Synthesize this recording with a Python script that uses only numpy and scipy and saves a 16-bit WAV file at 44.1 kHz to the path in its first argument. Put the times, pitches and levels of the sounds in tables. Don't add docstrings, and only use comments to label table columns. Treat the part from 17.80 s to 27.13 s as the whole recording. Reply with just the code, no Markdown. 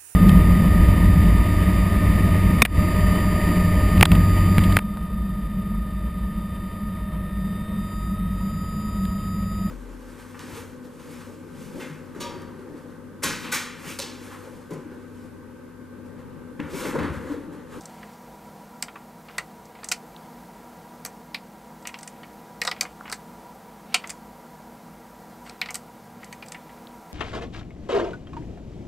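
import sys
import numpy as np
from scipy import signal
from scipy.fft import rfft, irfft, next_fast_len
from scipy.io import wavfile
from scipy.ndimage import uniform_filter1d, map_coordinates

SR = 44100
rng = np.random.default_rng(int(sys.argv[2]) if len(sys.argv) > 2 else 0)


def amplitude_ratio(level_db):
    exponent = np.asarray(level_db, float) / 20
    return 10 ** exponent


def int16_out(signal):
    q = np.round(np.clip(np.atleast_2d(signal).T, -1, 1) * 32767)
    wavfile.write(sys.argv[1], SR, q.astype(np.int16))


N = 411453
HISS_TOP_HZ = 15750

# (centre [Hz], width [Hz], level [dB])
THUD_MODES = [(466, 63, -2), (729, 58, 1.5), (1044, 480, -1), (1434, 434, 1.5)]
BLOCK_MODES = [(1580, 650, -11.5), (1938, 150, 3), (2210, 200, 0), (2460, 206, 0), (2850, 290, -1.5),
               (3210, 670, -7.5)]
RAMP_MODES = [(3650, 600, -2.5), (4370, 390, 2), (4740, 450, 1.9), (5550, 650, -4)]
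GLASS_MODES = [(6040, 760, -1.5), (7130, 600, -1.5), (7600, 570, 1), (8440, 670, -2), (9420, 910, -5.5)]


def along(points, hz):
    point_hz, value = np.transpose(points)
    return np.interp(np.log(hz + 1), np.log(point_hz + 1), value)


def coloured(gain):
    size = next_fast_len(N)
    white = rfft(rng.standard_normal(size)) * np.sqrt(SR / 2)
    return irfft(white * gain(np.fft.rfftfreq(size, 1 / SR)), size)[:N]


def wobble(rate_hz):
    knots = rng.standard_normal(int(N * rate_hz / SR) + 4)
    return map_coordinates(knots, [np.arange(N) * rate_hz / SR], order=1)


def peak(hz, centre_hz, width_hz):
    damping = 1j * hz * width_hz
    return damping / (centre_hz ** 2 - hz ** 2 + damping)


def background():
    # (frequency [Hz], density [dB per Hz])
    rush = [(25, -95), (45, -88), (95, -85), (180, -77.5), (280, -82.5), (385, -90), (450, -80.5),
            (1000, -82.5), (1080, -87), (1700, -91), (2600, -98), (3200, -99), (8000, -101.5),
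            (15700, -103)]
    # (centre [Hz], width [Hz], top density [dB per Hz])
    hums = [(55.5, 11.3, -74.5), (119, 8.8, -81.5), (159.9, 14, -72), (178.5, 18, -71), (210.6, 19, -74),
            (239.6, 13.7, -70.5), (323.5, 46, -75), (469.5, 130, -77.5), (755, 216, -77.5),
            (789, 25, -78.5), (962.4, 49, -70.5), (1188, 94, -85.5), (1366, 110, -83.5), (1610, 49, -86),
            (1946, 67, -89.5), (2130, 54, -90.5), (2296, 83, -94.5), (12806, 60, -97), (12600, 760, -101)]

    def gain(hz):
        hum_power = sum(amplitude_ratio(2 * db) * np.abs(peak(hz, centre_hz, width_hz)) ** 4
                        for centre_hz, width_hz, db in hums)
        return np.sqrt(amplitude_ratio(2 * along(rush, hz)) + hum_power) * (hz < HISS_TOP_HZ)

    steady = coloured(gain)
    return amplitude_ratio(0.46 * wobble(2.52)) * steady


def tones():
    # (frequency [Hz], level [dB rms])
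    steady_lines = [
        (161.3, -60.5),
        (206.3, -55.5),
        (240.1, -55.5),
        (12806, -74),
    ]
    # (time [s], level [dB rms])
    drone_path = [
        (7.3, -85),
        (7.6, -69),
        (8.05, -69),
        (8.25, -61),
        (8.6, -61.5),
        (8.8, -85),
    ]
    t = np.arange(N) / SR
    lines = 0
    for hz, db in steady_lines:
        level = amplitude_ratio(db + 1.5 * wobble(4.5))
        lines = lines + level * np.sin(2 * np.pi * hz * t + 0.77 * wobble(6))
    drone_level = amplitude_ratio(np.interp(t, *np.transpose(drone_path)))
    drone = drone_level * np.sin(2 * np.pi * 110.5 * t + .4 * wobble(4))
    return np.sqrt(2) * (lines + drone)


def strokes(rows, rise_db_s, fall_db_s, rest_db):
    t = np.arange(N) / SR
    each = []
    for start_s, hold_s, db in rows:
        rise_db = rise_db_s * np.maximum(start_s - t, 0)
        fall_db = fall_db_s * np.maximum(t - start_s - hold_s, 0)
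        each.append(db - rise_db - fall_db)
    return np.maximum(np.max(each, axis=0), rest_db)


def friction(level_db, modes, trim_db, widen, grit_db):
    def gain(hz):
        return sum(amplitude_ratio(db + trim_db) * np.abs(peak(hz, centre_hz, widen * width_hz)) ** 2
                   for centre_hz, width_hz, db in modes)

    noise = coloured(gain)
    return amplitude_ratio(level_db + grit_db * wobble(120)) * noise


def cam():
    # (start [s], hold [s], level [dB])
    rub_strokes = [(.05, 0.24, -63.5), (1.49, 0.062, -62), (1.97, 0.088, -61), (4.1, 0.27, -67),
                   (4.97, .11, -62), (5.27, .01, -56), (6.13, 0.025, -51), (6.25, .02, -59),
                   (7.67, .01, -58), (7.8, .13, -66), (8.4, 0.57, -66.5)]
    # (start [s], hold [s], level [dB])
    roll_strokes = [
        (0, .36, -69.5),
        (7.655, .035, -60.5),
        (7.95, .002, -60),
    ]
    rub_modes = THUD_MODES[2:] + BLOCK_MODES + RAMP_MODES[:1]
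    roll_modes = RAMP_MODES[1:] + GLASS_MODES
    rub_db = strokes(rub_strokes, rise_db_s=290, fall_db_s=130, rest_db=-74.5)
    rub = friction(rub_db, rub_modes, trim_db=-39, widen=2.0, grit_db=3.0)
    roll_db = strokes(roll_strokes, rise_db_s=700, fall_db_s=500, rest_db=-76)
    return rub + friction(roll_db, roll_modes, trim_db=-39, widen=1.9, grit_db=2.5)


def contacts():
    # (time [s], strength [dB], spot's ring [Hz], ramp share [dB], glass share [dB])
    blows = [(1.0242, -30, 2170, 2, 3), (1.5816, -25, 2110, -5, -7), (4.0717, -33, 2400, -7, 0.5),
             (4.816, -21.5, 2020, -4.5, -12), (4.8746, -27, 2020, 5.5, -12), (4.9135, -27.5, 2220, -1, -14),
             (5.0095, -22.5, 2310, 2.5, 0.1), (7.8145, -22.5, 2270, -2.5, -19.5),
             (8.526, -37.5, 2210, -6.5, -7.5)]
    # (time [s], strength [dB], spot's ring [Hz], ramp share [dB], glass share [dB])
    rattles = [
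        (2.115, -23.5, 2270, -3, -3.5),
        (3.5447, -26.5, 2320, -3, -21),
        (4.85, -33, 2020, 1, -4),
        (5.3246, -28.5, 1950, -2.5, -5),
        (6.1424, -16.5, 2470, -.6, -9.5),
    ]
    # (time [s], strength [dB], spot's ring [Hz], hardness [dB])
    knocks = [(.2291, -41, 2000, -15), (1.0825, -40.5, 2200, -14), (1.1563, -42.5, 2200, -21),
              (1.485, -48, 2280, -5), (1.5093, -55, 2200, -3), (1.951, -51.5, 2100, -7),
              (1.987, -51, 2200, -12.5), (2.0324, -42.5, 2100, -4), (4.0526, -38, 2220, -8),
              (4.0902, -39, 2210, -11), (4.141, -33.5, 2400, -8.5), (4.4318, -43, 2230, -11),
              (4.9629, -45, 2200, -9), (5.0514, -35, 2080, -19), (5.2538, -41.5, 2180, -22),
              (5.2777, -39.5, 1980, -13), (5.3569, -62, 2200, -5), (6.1464, -25, 2470, -30),
              (6.2393, -36.5, 2080, -14), (7.6626, -46, 2170, -12), (7.6739, -55, 2200, -9),
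              (7.858, -39.5, 2210, -1), (7.8867, -35.5, 2120, -9), (7.899, -40, 2200, -19),
              (7.9479, -39, 2200, -6), (8.4302, -41, 2140, -16), (8.6236, -38, 2330, -9.5),
              (8.7445, -39, 2030, -12), (8.893, -47, 2180, -21)]
    # (time [s], strength [dB], ramp share [dB], block share [dB], sharpness [dB])
    clicks = [(.0556, -41, -6, -29, -22), (2.0436, -35.5, -6, -12, -12), (2.087, -30.5, -11, -17, -18),
              (2.1212, -25, -2, -40, -9), (3.2496, -36.5, 2.5, -1.5, 3), (3.2603, -36.5, -8, -7, -14),
              (4.188, -46, -2, -1, -11), (4.23, -40.5, -4, -5, -25), (4.2751, -38.5, -8, -6, -15),
              (4.8355, -43, -.1, -16, -5), (4.87, -34.5, -1, -12, -16), (5.03, -38, -5, -30, -15),
              (5.2975, -42, 0, -.1, -14), (5.316, -42, 4, -18, -12), (6.1454, -25, -30, -30, -30),
              (6.273, -41, -10, -7, -11), (6.2942, -39, -1, 0, -9), (6.3017, -33, -13, -6, -18),
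              (6.3055, -42, 2, -1, -30), (7.695, -48, 6, 4, -15), (7.906, -37.5, -5.5, -8.5, -8.5),
              (7.9437, -32, -3.5, -12.5, -9.5), (7.9538, -31, -3.5, -8, -8), (8.7198, -37.5, -5, -3, -15.5)]
    # (time [s], strength [dB])
    grazes = [(.0085, -50), (1.854, -56), (8.444, -47.5), (.018, -55), (.0352, -58), (2.0718, -58),
              (4.0248, -58), (4.2091, -52), (4.893, -47), (5.3428, -46), (5.3569, -54), (8.6612, -52),
              (8.6837, -45)]
    # (time [s], level [dB])
    jolts = [(1.0245, -41.5), (1.0817, -41.5), (1.1563, -40.5), (1.484, -46), (1.497, -42), (1.5818, -32.5),
             (2.0324, -42), (2.115, -29), (3.2493, -41), (3.26, -41), (4.052, -38.5), (4.8355, -44),
             (4.85, -33), (4.87, -38), (4.8753, -26.5), (4.9135, -34.5), (5.029, -37), (5.051, -41),
             (5.2088, -34.5), (5.2584, -40), (5.2975, -44), (5.3158, -38), (5.3247, -33.5), (6.1425, -31),
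             (6.2385, -39), (7.6739, -42), (7.8584, -41.5), (7.906, -39), (7.9476, -49)]
    block_hz, silent_db, snap_under_glass_db = 2226, -90, -10
    rows = []

    thud_db, lean_oct, tail_db = -12.5, .03, -5
    drops = [(*b, 0) for b in blows] + [(*r, 6) for r in rattles]
    for s, db, hz, ramp_db, glass_db, more_db in drops:
        snap_db = 10 * np.log10(amplitude_ratio(2 * (glass_db + snap_under_glass_db)) + amplitude_ratio(2 * -20.5))
        ramp_lean = lean_oct + .006 * glass_db
        rows.append((s, db + thud_db, db, db + ramp_db, db + glass_db, db + snap_db,
                     np.log2(hz / block_hz), ramp_lean, tail_db + more_db))

    thud_db, lean_oct, knock_tail_db = -6.5, -.11, -1.7
    for s, db, hz, hard_db in knocks:
        glass_db = db + hard_db - 14
        rows.append((s, db + thud_db, db, db + hard_db, glass_db, glass_db + snap_under_glass_db,
                     np.log2(hz / block_hz), lean_oct, knock_tail_db))

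    thud_db, lean_oct, tail_db = -5, 0.073, -6.5
    touches = clicks + [(s, db, -1.5, -18, -15) for s, db in grazes]
    for s, db, ramp_db, wood_db, snap_db in touches:
        rows.append((s, db + wood_db + thud_db, db + wood_db, db + ramp_db, db, db + snap_db,
                     0, lean_oct, tail_db))

    rows += [(s, db, *[silent_db] * 4, 0, 0, knock_tail_db) for s, db in jolts]
    return np.transpose(rows)


def struck(modes, db, lean_oct, tail_db, spike, hold_s, fall_db, t60_s, trim_db, size):
    t, hz = np.arange(size) / SR, np.fft.rfftfreq(size, 1 / SR)
    centres_hz, _, mode_db = np.transpose(modes)
    middle_hz = np.sqrt(centres_hz[0] * centres_hz[-1])
    draws = rng.standard_normal((len(db), size + len(modes)))
    early = 1 / (1 + (t / hold_s) ** 3)
    late = amplitude_ratio(fall_db + tail_db + 3)[:, None]
    echoes = draws[:, :size] * (early + late) * amplitude_ratio(-60 * t / t60_s) * (t < .8 * t[-1])
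    blow = spike + rfft(echoes) * (hz < HISS_TOP_HZ)
    tilt_db = 55 * lean_oct[:, None] * np.log2(centres_hz / middle_hz)
    bank = np.array([(-1) ** k * peak(hz, c, w) for k, (c, w, _) in enumerate(modes)])
    top = signal.freqz(*signal.butter(8, 16200, fs=SR), worN=hz, fs=SR)[1]
    span_hz = 0.99 * (centres_hz[-1] - centres_hz[0])
    span = peak(hz, middle_hz * 2 ** (1.7 * lean_oct[:, None]), span_hz)
    response = amplitude_ratio(mode_db + tilt_db + draws[:, size:]) @ bank
    rings = irfft(blow * response * span * top, size)
    rings[:, -size // 8:] = 0
    start_rms = np.sqrt(np.mean(rings[:, :SR // 250] ** 2, axis=1))
    return rings * (amplitude_ratio(db + trim_db) / start_rms)[:, None]


def marbles(size=4096):
    # (centre [Hz], width [Hz], level [dB])
    snap_modes = [(10000, 1700, -1.3), (12100, 1700, 0), (13900, 1900, -0.82)]
    # (spike height [1], first echoes [s], tail re echoes [dB], t60 [s], trim [dB])
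    decays = [
        (6, 0.001, 0, 0.071, -0.8),
        (6, .004, 1, 0.077, -1.5),
        (6, 0.0029, -6, 0.07, -0.17),
        (7, 0.0038, -2, 0.071, 1.67),
        (9, .002, -2, .06, -0.2),
    ]
    s, *levels_db, block_lean, ramp_lean, tail_db = contacts()
    leans = [0 * s, block_lean, ramp_lean, 0 * s, 0 * s]
    parts = [THUD_MODES, BLOCK_MODES, RAMP_MODES, GLASS_MODES, snap_modes]
    rings = 0
    for modes, db, lean, decay in zip(parts, levels_db, leans, decays):
        rings = rings + struck(modes, db, lean, tail_db, *decay, size=size)
    where = np.round(s * SR).astype(int)[:, None] + np.arange(size)
    return np.bincount(where.ravel(), rings.ravel(), N + size)[:N]


def walls(x):
    # (frequency [Hz], t60 [s])
    room_t60 = [(500, 0.5), (2000, 0.13), (8000, 0.14), (15000, 0.13)]
    hz, t, z = signal.stft(rng.standard_normal(SR // 4), SR, nperseg=256)
    decay = amplitude_ratio(-60 * t / along(room_t60, hz)[:, None])
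    tail = signal.istft(z * (hz < HISS_TOP_HZ)[:, None] * decay, SR, nperseg=256)[1]
    delayed = np.pad(x, (400, 0))
    return signal.oaconvolve(delayed, tail / np.linalg.norm(tail))[:N]


def axle():
    # (time [s], peak level [dB], frequency [Hz])
    ticks = [
        (2.3636, -34, 3650),
        (9.0708, -34, 3660),
    ]
    out, t = np.zeros(N), np.arange(SR // 200) / SR
    swell = np.exp(-((t - .0011) / 0.00038) ** 2)
    for s, db, hz in ticks:
        out[round(s * SR):][:len(t)] += amplitude_ratio(db + 1.0) * swell * np.sin(2 * np.pi * hz * t)
    return out


def scene():
    hits = marbles()
    mono = hits + amplitude_ratio(-18.0) * walls(hits) + axle() + cam() + background() + tones()
    return np.array([mono, mono])


def low_pass(x):
    return signal.sosfilt(signal.butter(12, 16970, fs=SR, output="sos"), x)


def record(dry):
    z = signal.stft(dry[0], nperseg=2048)[2]
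    moments = uniform_filter1d(rng.standard_normal(z.shape[1]), size=3) > .65
    patches = np.repeat(rng.random((33, z.shape[1])) < .6, 32, axis=0)[:len(z)]
    ceiling = 3 * np.median(np.abs(z), axis=1, keepdims=True)
    blur = np.minimum(np.abs(z), ceiling) * rng.standard_normal(z.shape)
    treble_lift = amplitude_ratio(np.interp(np.arange(len(z)), [0, 150], [-3, 8]))[:, None]
    side = amplitude_ratio(-21.5) * signal.istft(blur * treble_lift * patches * moments, nperseg=2048)[1][:N]
    return low_pass(dry + [side, -side])


dry = scene()
out = record(dry)
int16_out(out)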